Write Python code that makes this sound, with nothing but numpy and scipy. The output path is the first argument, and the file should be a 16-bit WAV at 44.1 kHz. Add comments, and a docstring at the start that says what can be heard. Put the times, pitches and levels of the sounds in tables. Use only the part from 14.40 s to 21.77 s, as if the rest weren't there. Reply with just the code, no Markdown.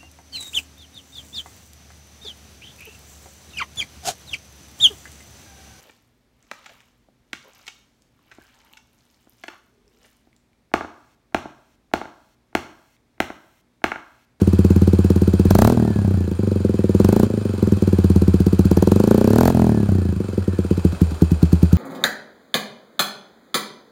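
"""A single-cylinder four-stroke motorcycle, standing on paving a few steps from one microphone.
It idles, is blipped twice, revved up once more, then sinks to a stumbling, slow idle.
Each firing is a pop that rings in the silencer, with a bark and a puff of hiss at the outlet.
Beneath it the air box gulps, valves tick, casings clatter and gears whine.
Farther off, kerb and house fronts send a faint tail back to the microphone."""
import sys
import numpy as np
from scipy import signal
from scipy.fft import rfft, irfft, next_fast_len
from scipy.io import wavfile

SR = 44100
rng = np.random.default_rng(int(sys.argv[2]) if len(sys.argv) > 2 else 0)


def digitize_waveform(pressure):
    """Quantize a signal to 16-bit integers and store it at the path in sys.argv[1].

    Rows of a 2-D input are taken as channels; values are limited to [-1, 1].
    """
    field = np.atleast_2d(pressure).T
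    bounded = np.clip(field, -1, 1)
    quanta = np.round(bounded * 32767).astype(np.int16)
    wavfile.write(sys.argv[1], SR, quanta)


N = 325017
TIME = np.arange(N) / SR


def exhaust(cycle, combustion, heat):
    """Pop, bark and hiss of every firing, as they reach the microphone from the tailpipe."""
    times, nearest, age_ms = firings(cycle)
    held = (np.interp(times, TIME, curve)[nearest] for curve in combustion)   # one value per firing
    pop_db, width_ms, boom_db, bark_db, hiss_db = held
    stretch, extra_db = late_burns(times, width_scatter=0.05)
    width_ms = np.maximum(width_ms * stretch[nearest], 0.2)
    burn_db = uneven_burns(times, scatter_db=1.0)[nearest]
    gust_db = rng.standard_normal(len(times))[nearest]
    boom = from_db(boom_db - 2.0 - 0.31 * burn_db)   # a weak firing still pumps, so its boom drops less
    bark_gain = from_db(bark_db + extra_db[nearest] + burn_db + gust_db + 22.5)
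    hiss_gain = from_db(hiss_db + burn_db + gust_db + 7.5)
    low = pops(age_ms + 2.263 * width_ms, width_ms, from_db(pop_db + burn_db), boom, heat)
    middle = bark(age_ms + 0.92, bark_gain, front_ms=0.49 * width_ms, wake_share=0.2)
    top = hiss(age_ms, hiss_gain, lead_ms=1.86, tail_db=-11.5)
    return low + middle + top


def firings(cycle):
    """Time of every firing; for each sample the nearest firing and the ms since it (negative before)."""
    times = np.interp(np.arange(1, int(cycle[-1]) + 1), cycle, TIME)
    nearest = np.searchsorted((times[1:] + times[:-1]) / 2, TIME)
    age_ms = (TIME - times[nearest]) * 1000
    return times, nearest, age_ms


# firings that burn poorly: (time [s], level [dB re a normal firing])
POOR_BURNS = [(1.35, -5), (1.53, -21), (1.616, -5), (1.845, -7), (1.957, -14), (2.206, -5), (2.869, -6),
              (3.016, -9), (3.097, -6.5), (3.14, -10), (3.184, -10.5), (3.277, -1.5), (3.375, -10.5),
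              (3.479, -4), (5.125, -6), (5.459, -8), (5.85, -9.5), (5.89, -7), (5.934, -8.5), (6.032, -19),
              (6.137, -11), (6.251, -9.5), (6.381, -8.5), (6.532, -14), (6.713, -18.5), (6.921, -3.5)]
def uneven_burns(times, scatter_db):
    """Level of each firing in dB: no two burn alike, and a few hardly catch."""
    level_db = scatter_db * rng.standard_normal(len(times))
    for time, drop_db in POOR_BURNS:
        level_db[np.argmin(abs(times - time))] += drop_db
    return level_db


# late burns in the pipe: (time [s], pop width [factor], change of bark [dB])
LATE_BURNS = [(1.589, 1.4, 7.5), (1.649, 1.45, 10), (1.744, 1.6, 11), (5.491, 1.42, 8), (5.692, 1.38, 11),
              (5.766, 1.5, -4)]
def late_burns(times, width_scatter):
    """Pops vary a little in width; on the overrun, fuel burning late makes a few fatter, most rougher."""
    stretch = np.exp(width_scatter * rng.standard_normal(len(times)))
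    extra_db = np.zeros(len(times))
    for time, wider, bark_db in LATE_BURNS:
        firing = np.argmin(abs(times - time))
        stretch[firing], extra_db[firing] = wider, bark_db
    return stretch, extra_db


def pops(age_ms, width_ms, strength, boom, heat):
    """A slug of gas radiates the slope of its flow; in hotter gas the silencer rings faster."""
    whole = age_ms / width_ms
    core = whole / 0.78   # the first rush through the valve is shorter than the whole slug
    slug = strength * (whole * np.exp(-whole ** 2 / 2) + 0.082 * core * np.exp(-core ** 2 / 2))
    gas_clock = np.cumsum(heat)   # heat is the speed of sound in the gas, re idle
    steps = np.arange(int(gas_clock[-1]) + 1)
    rung = silencer(np.interp(steps, gas_clock, slug), np.interp(steps, gas_clock, boom))
    return np.interp(gas_clock, steps, rung)


# reflections from the pipe's junction and open end, at idle heat: (delay [ms], share [factor])
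PIPE_ECHOES = [(4.8, 0.15), (9.7, 0.3), (20.0, 0.039)]
# exhaust pipe resonances at idle heat: (frequency [Hz], width [Hz], level [dB])
PIPE_MODES = [(191.6, 29.7, -1), (221.2, 7.1, -9), (280, 14, -53), (353.3, 38, 3), (444, 38.3, 6)]
def silencer(slug, boom):
    """The slug sets the chamber booming, bounces along the pipe and rings its resonances."""
    chamber = slug + boom * resonance(slug, hz=86.9, width_hz=9)
    chamber = cut(chamber, hz=55.0, kind="high", order=3)
    returned = cut(chamber, hz=326, kind="low")   # only the lows turn back; the highs leave at once
    at = np.arange(len(slug))
    chamber += sum(share * np.interp(at - ms * SR / 1000, at, returned) for ms, share in PIPE_ECHOES)
    pipe = chamber + sum(from_db(db) * resonance(chamber, hz, width) for hz, width, db in PIPE_MODES)
    # a side cavity swallows one narrow band
    pipe = pipe - 0.5 * resonance(pipe, hz=409.0, width_hz=65.5)
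    # the baffles hold back the lows, so that each pop sweeps downward
    return pipe - 2 * resonance(pipe, hz=160, width_hz=225)


# resonances of the silencer's outlet: (frequency [Hz], width [Hz], level [dB])
OUTLET_MODES = [(657, 206, 0.5), (858, 277, 1), (1050, 66, -6.5), (1410, 240, -2.5), (1620, 100, -8)]
def bark(age_ms, strength, front_ms, wake_share):
    """Under load the wave front steepens and, with its turbulent wake, rings the outlet."""
    front = np.exp(-(age_ms / front_ms) ** 2)
    wake = wake_share * rng.standard_normal(N) * burst(age_ms, rise_ms=1.0, fall_ms=3)
    drive = cut(strength * (wake + front), hz=1780, kind="low", order=8)
    ringing = sum(from_db(db) * resonance(drive, hz, width) for hz, width, db in OUTLET_MODES)
    return cut(ringing, hz=496, kind="high")


# gas jet at the outlet: (frequency [Hz], relative density [dB])
JET_SPECTRUM = [(1000, 13), (1900, -1), (2600, 2.5), (3500, -1), (4250, 7), (5000, 0.5), (6000, 5),
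                (9000, -1), (13000, 4), (16000, -1)]
def hiss(age_ms, strength, lead_ms, tail_db):
    """The jet puffs just ahead of each firing and trails off."""
    puff = burst(age_ms + lead_ms, rise_ms=2.67, fall_ms=1.7)
    trail = from_db(tail_db) * burst(age_ms, rise_ms=5.3, fall_ms=12)
    return strength * (puff + trail) * cut(noise(JET_SPECTRUM), hz=1180, kind="high")


# twists of the grip: (opens [s], shuts [s], first opening [0-1], last opening [0-1])
THROTTLE_TWISTS = [(1.06, 1.314, 0.86, 0.71), (2.566, 2.826, 0.31, 0.39), (4.244, 4.947, 0.19, 0.48),
                   (4.875, 5.094, 0.54, 0.98)]
def throttle(open_s, shut_s):
    """Each twist opens quickly, is eased up or down, and snaps shut."""
    twists = [np.interp(TIME, [opens, opens + open_s, shuts, shuts + shut_s], [0, first, last, 0])
              for opens, shuts, first, last in THROTTLE_TWISTS]
    return np.max(twists, axis=0)


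# fuel mixture, running lean after the long overrun: (time [s], added charge [dB])
FUEL_MIXTURE = [(0, 1), (2.1, 0.5), (2.45, -0.2), (3.0, 2), (3.9, 0.2), (4.2, 0.5), (5.85, 0.33),
                (6.1, -1.6), (6.55, -0.5), (6.85, -1.5), (7.37, -0.5)]
# the engine's voice at idle speed, from overrun through starved and idling to wide open; each level is
# relative within its column: (charge [dB re idle], pop [dB], pop width [ms], boom [dB], bark [dB],
# hiss [dB], speed of sound in the gas [re idle], clatter [dB], gear whine [dB])
VOICE_BY_CHARGE = [(-7, 0.5, 1.004, 16, -29.5, -43.5, 0.876, -46.5, -74),
                   (-6.5, -2.0, 0.98, 18, -36, -52, 0.844, -48, -48.5),
                   (-3, -11.5, 0.78, 22, -54.5, -54, 0.87, -51.5, -51),
                   (-4, -10, 0.75, 23, -48, -61, 0.963, -51, -51),
                   (-1, -1.5, 0.73, 17, -46, -47.5, 1.002, -46.5, -57),
                   (0.5, -1, .86, 17.5, -38.5, -41.5, 0.997, -44.5, -62),
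                   (4, 0, 1.067, 13, -39, -36, 1.082, -43, -62),
                   (6, 1.5, 0.74, 13, -33, -39, 0.967, -44, -46),
                   (9.0, 0, 0.87, 19, -20.5, -29, 0.954, -43, -64)]
# change with each doubling of engine speed: (the columns above from pop on, in the same units)
VOICE_PER_OCTAVE = (-2, -0.02, -3, 4, 0.7, 0.2045, 2.5, -1.2)
def running_state(speed, idle_rate=17):
    """The charge each cycle draws, air flow over speed, sets the voice: shut and fast, it starves."""
    air_flow = 1 + 6.03 * throttle(open_s=0.055, shut_s=0.0434)   # in idle air flows
    charge_db = 20 * np.log10(air_flow * idle_rate / speed) + read(FUEL_MIXTURE, TIME)[0]
    octaves = np.log2(speed / idle_rate)
    voice = read(VOICE_BY_CHARGE, charge_db)
    return [value + slope * octaves for value, slope in zip(voice, VOICE_PER_OCTAVE)]


def intake(cycle, strength, place, length):
    """The air box gulps once a cycle; place and length are fractions of the cycle."""
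    gulp = strength * np.exp(-((cycle % 1 - place) / length) ** 2)
    return cut(cut(gulp, hz=39.2, kind="high"), hz=134, kind="low")


# valve closings: (place in the cycle [0-1], relative level [dB])
VALVE_TICKS = [(0.204, 4), (0.378, -17), (0.877, 8)]
# rustle of the engine casings: (frequency [Hz], relative density [dB])
CASING_SPECTRUM = [(30, -48), (100, 10.5), (400, 16), (700, 8.5), (1000, 6.5), (1500, 5.5), (1950, -4.5),
                   (2550, -6.5), (3300, -7), (4300, -3), (5500, -9), (7200, -10), (10000, -13.5),
                   (16000, -21.5)]
# ringing of the cooling fins and covers: (frequency [Hz], width [Hz], relative level [dB])
FIN_MODES = [(2410, 64, -5), (2566, 96, 1), (3032, 32, -6), (3215, 30, -4.5), (3380, 40, -11),
             (4080, 41, -4), (4680, 61, -4), (6870, 37, -5), (7360, 35, -5), (8830, 68, -1.5)]
def machinery(cycle, clatter_db, tick_db, fin_db):
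    """Chain and bearings rustle in the casings; the closing valves tick and set the fins ringing."""
    ticks = sum(from_db(db + tick_db) * np.exp(-((cycle - place) % 1) / 0.066)
                for place, db in VALVE_TICKS)
    shake = from_db(clatter_db) * (1 + ticks)
    knocks = shake * rng.standard_normal(N)
    fins = sum(from_db(db + fin_db) * resonance(knocks, hz, width) * np.sqrt(SR / (np.pi * width))
               for hz, width, db in FIN_MODES)
    return from_db(5) * shake * noise(CASING_SPECTRUM) + fins


# gear mesh tones: (frequency [multiple of the firing rate], relative level [dB])
MESH_TONES = [(38, 12.5), (48, 6), (60, 0), (96, 6)]
def gears(cycle, whine_db, flutter, cover_hz, cover_width_hz):
    """Gear mesh tones swell as they glide through a resonance of the engine cover."""
    wobble = flutter * rms_one(cut(rng.standard_normal(N), hz=40, kind="low"))
    mesh = sum(from_db(db) * np.sin(2 * np.pi * teeth * (cycle + wobble)) for teeth, db in MESH_TONES)
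    return from_db(whine_db) * resonance(mesh, cover_hz, cover_width_hz)


def valve_clack(cycle, place, level_db, clack_hz, width_hz):
    """The rocker knocks in the head as the exhaust valve opens, just before each pop."""
    knock = rng.standard_normal(N) * np.exp(-((cycle - place) % 1) / 0.09)
    ringing = resonance(resonance(knock, clack_hz, width_hz), clack_hz, width_hz)
    return from_db(level_db) * rms_one(ringing)


def street(direct, echo_db, t60_s, wall_hz):
    """Kerb and house fronts scatter a faint, dull tail that reaches the microphone 12 ms late."""
    age = TIME[:SR // 2]
    tail = rng.standard_normal(len(age)) * from_db(-60 * age / t60_s) * (age > 0.012)
    tail = cut(cut(tail, wall_hz, kind="low"), hz=290, kind="high")
    tail /= np.sqrt(np.sum(tail ** 2))
    return direct + from_db(echo_db) * signal.fftconvolve(direct, tail)[:N]


def from_db(db):
    """Decibels to gain."""
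    return 10 ** (np.asarray(db) / 20)


def rms_one(x):
    """Scale to unit rms."""
    return x / np.sqrt(np.mean(x ** 2) + 1e-20)


def read(rows, at):
    """A table's other columns, interpolated at the given values of its first."""
    first, *columns = np.transpose(rows)
    return [np.interp(at, first, column) for column in columns]


def resonance(x, hz, width_hz):
    """Two-pole resonance with gain 1 at its peak."""
    r = np.exp(-np.pi * width_hz / SR)
    poles = [1, -2 * r * np.cos(2 * np.pi * hz / SR), r * r]
    return signal.lfilter(np.array([1, 0, -1]) * (1 - r * r) / 2, poles, x + 1e-18)


def cut(x, hz, kind, order=2):
    """Butterworth high- or low-pass."""
    return signal.sosfilt(signal.butter(order, hz, kind, fs=SR, output="sos"), x)


def noise(spectrum):
    """Noise of the given colour, rms 1."""
    size = next_fast_len(N)
    hz, level_db = np.transpose(spectrum)
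    bin_hz = np.arange(size // 2 + 1) * SR / size
    shape = from_db(np.interp(np.log(bin_hz + 1), np.log(hz), level_db))
    return rms_one(irfft(rfft(rng.standard_normal(size)) * shape, size)[:N])


def burst(age_ms, rise_ms, fall_ms):
    """A smooth rise up to age 0, then an exponential fall."""
    return np.exp(-(np.minimum(age_ms, 0) / rise_ms) ** 2 - np.maximum(age_ms, 0) / fall_ms)


def lagged(x, lag_s):
    """Follow x with a one-pole lag."""
    r = np.exp(-1 / (lag_s * SR))
    return x[0] + signal.lfilter([1 - r], [1, -r], x - x[0])


# engine speed: (time [s], rate [firings per s])
ENGINE_SPEED = [(0.0, 17.249), (0.622, 17.695), (0.978, 16.673), (1.094, 18.591), (1.294, 41.642),
                (1.978, 25.216), (2.554, 18.123), (2.794, 29.924), (3.224, 21.536), (3.57, 17.635),
                (4.11, 15.623), (4.35, 17.155), (4.626, 26.53), (4.861, 31.845), (5.042, 44.05),
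                (5.243, 41.398), (5.317, 37.683), (5.615, 29.33), (5.992, 20.496), (6.722, 9.08),
                (6.867, 10.814), (6.987, 8.083), (7.029, 9.958), (7.37, 10.013)]
def scene():
    """The motorcycle from a few steps away: one cycle count drives exhaust, intake, valves and gears."""
    speed, = read(ENGINE_SPEED, TIME)
    cycle = 0.6515 + np.cumsum(speed) / SR
    pop_db, width_ms, boom_db, bark_db, hiss_db, heat, clatter_db, whine_db = running_state(speed)
    pipe_heat = lagged(heat, lag_s=0.033)   # the gas in the pipe takes time to warm and cool
    pipe = exhaust(cycle, (pop_db, width_ms, boom_db, bark_db, hiss_db), pipe_heat)
    air = intake(cycle, from_db(bark_db + 13.0), place=0.438, length=0.033)   # it grows with the bark
    rattle = machinery(cycle, clatter_db, tick_db=-2.5, fin_db=-13.5)
    whine = gears(cycle, whine_db, flutter=0.00093, cover_hz=1720, cover_width_hz=124)
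    clack = valve_clack(cycle, place=0.77, level_db=-55.0, clack_hz=1430, width_hz=270)
    return street(pipe + air + rattle + whine + clack, echo_db=-34, t60_s=1.0, wall_hz=3500)[None]


def record(dry):
    """The microphone's mono channel: the tallest peaks are rounded off and the top is cut at 16.1 kHz."""
    rounded = dry / (1 + dry ** 8) ** (1 / 8)
    return signal.sosfilt(signal.ellip(10, 0.1, 80, 16100, fs=SR, output="sos"), rounded)


dry = scene()
out = record(dry)
digitize_waveform(out)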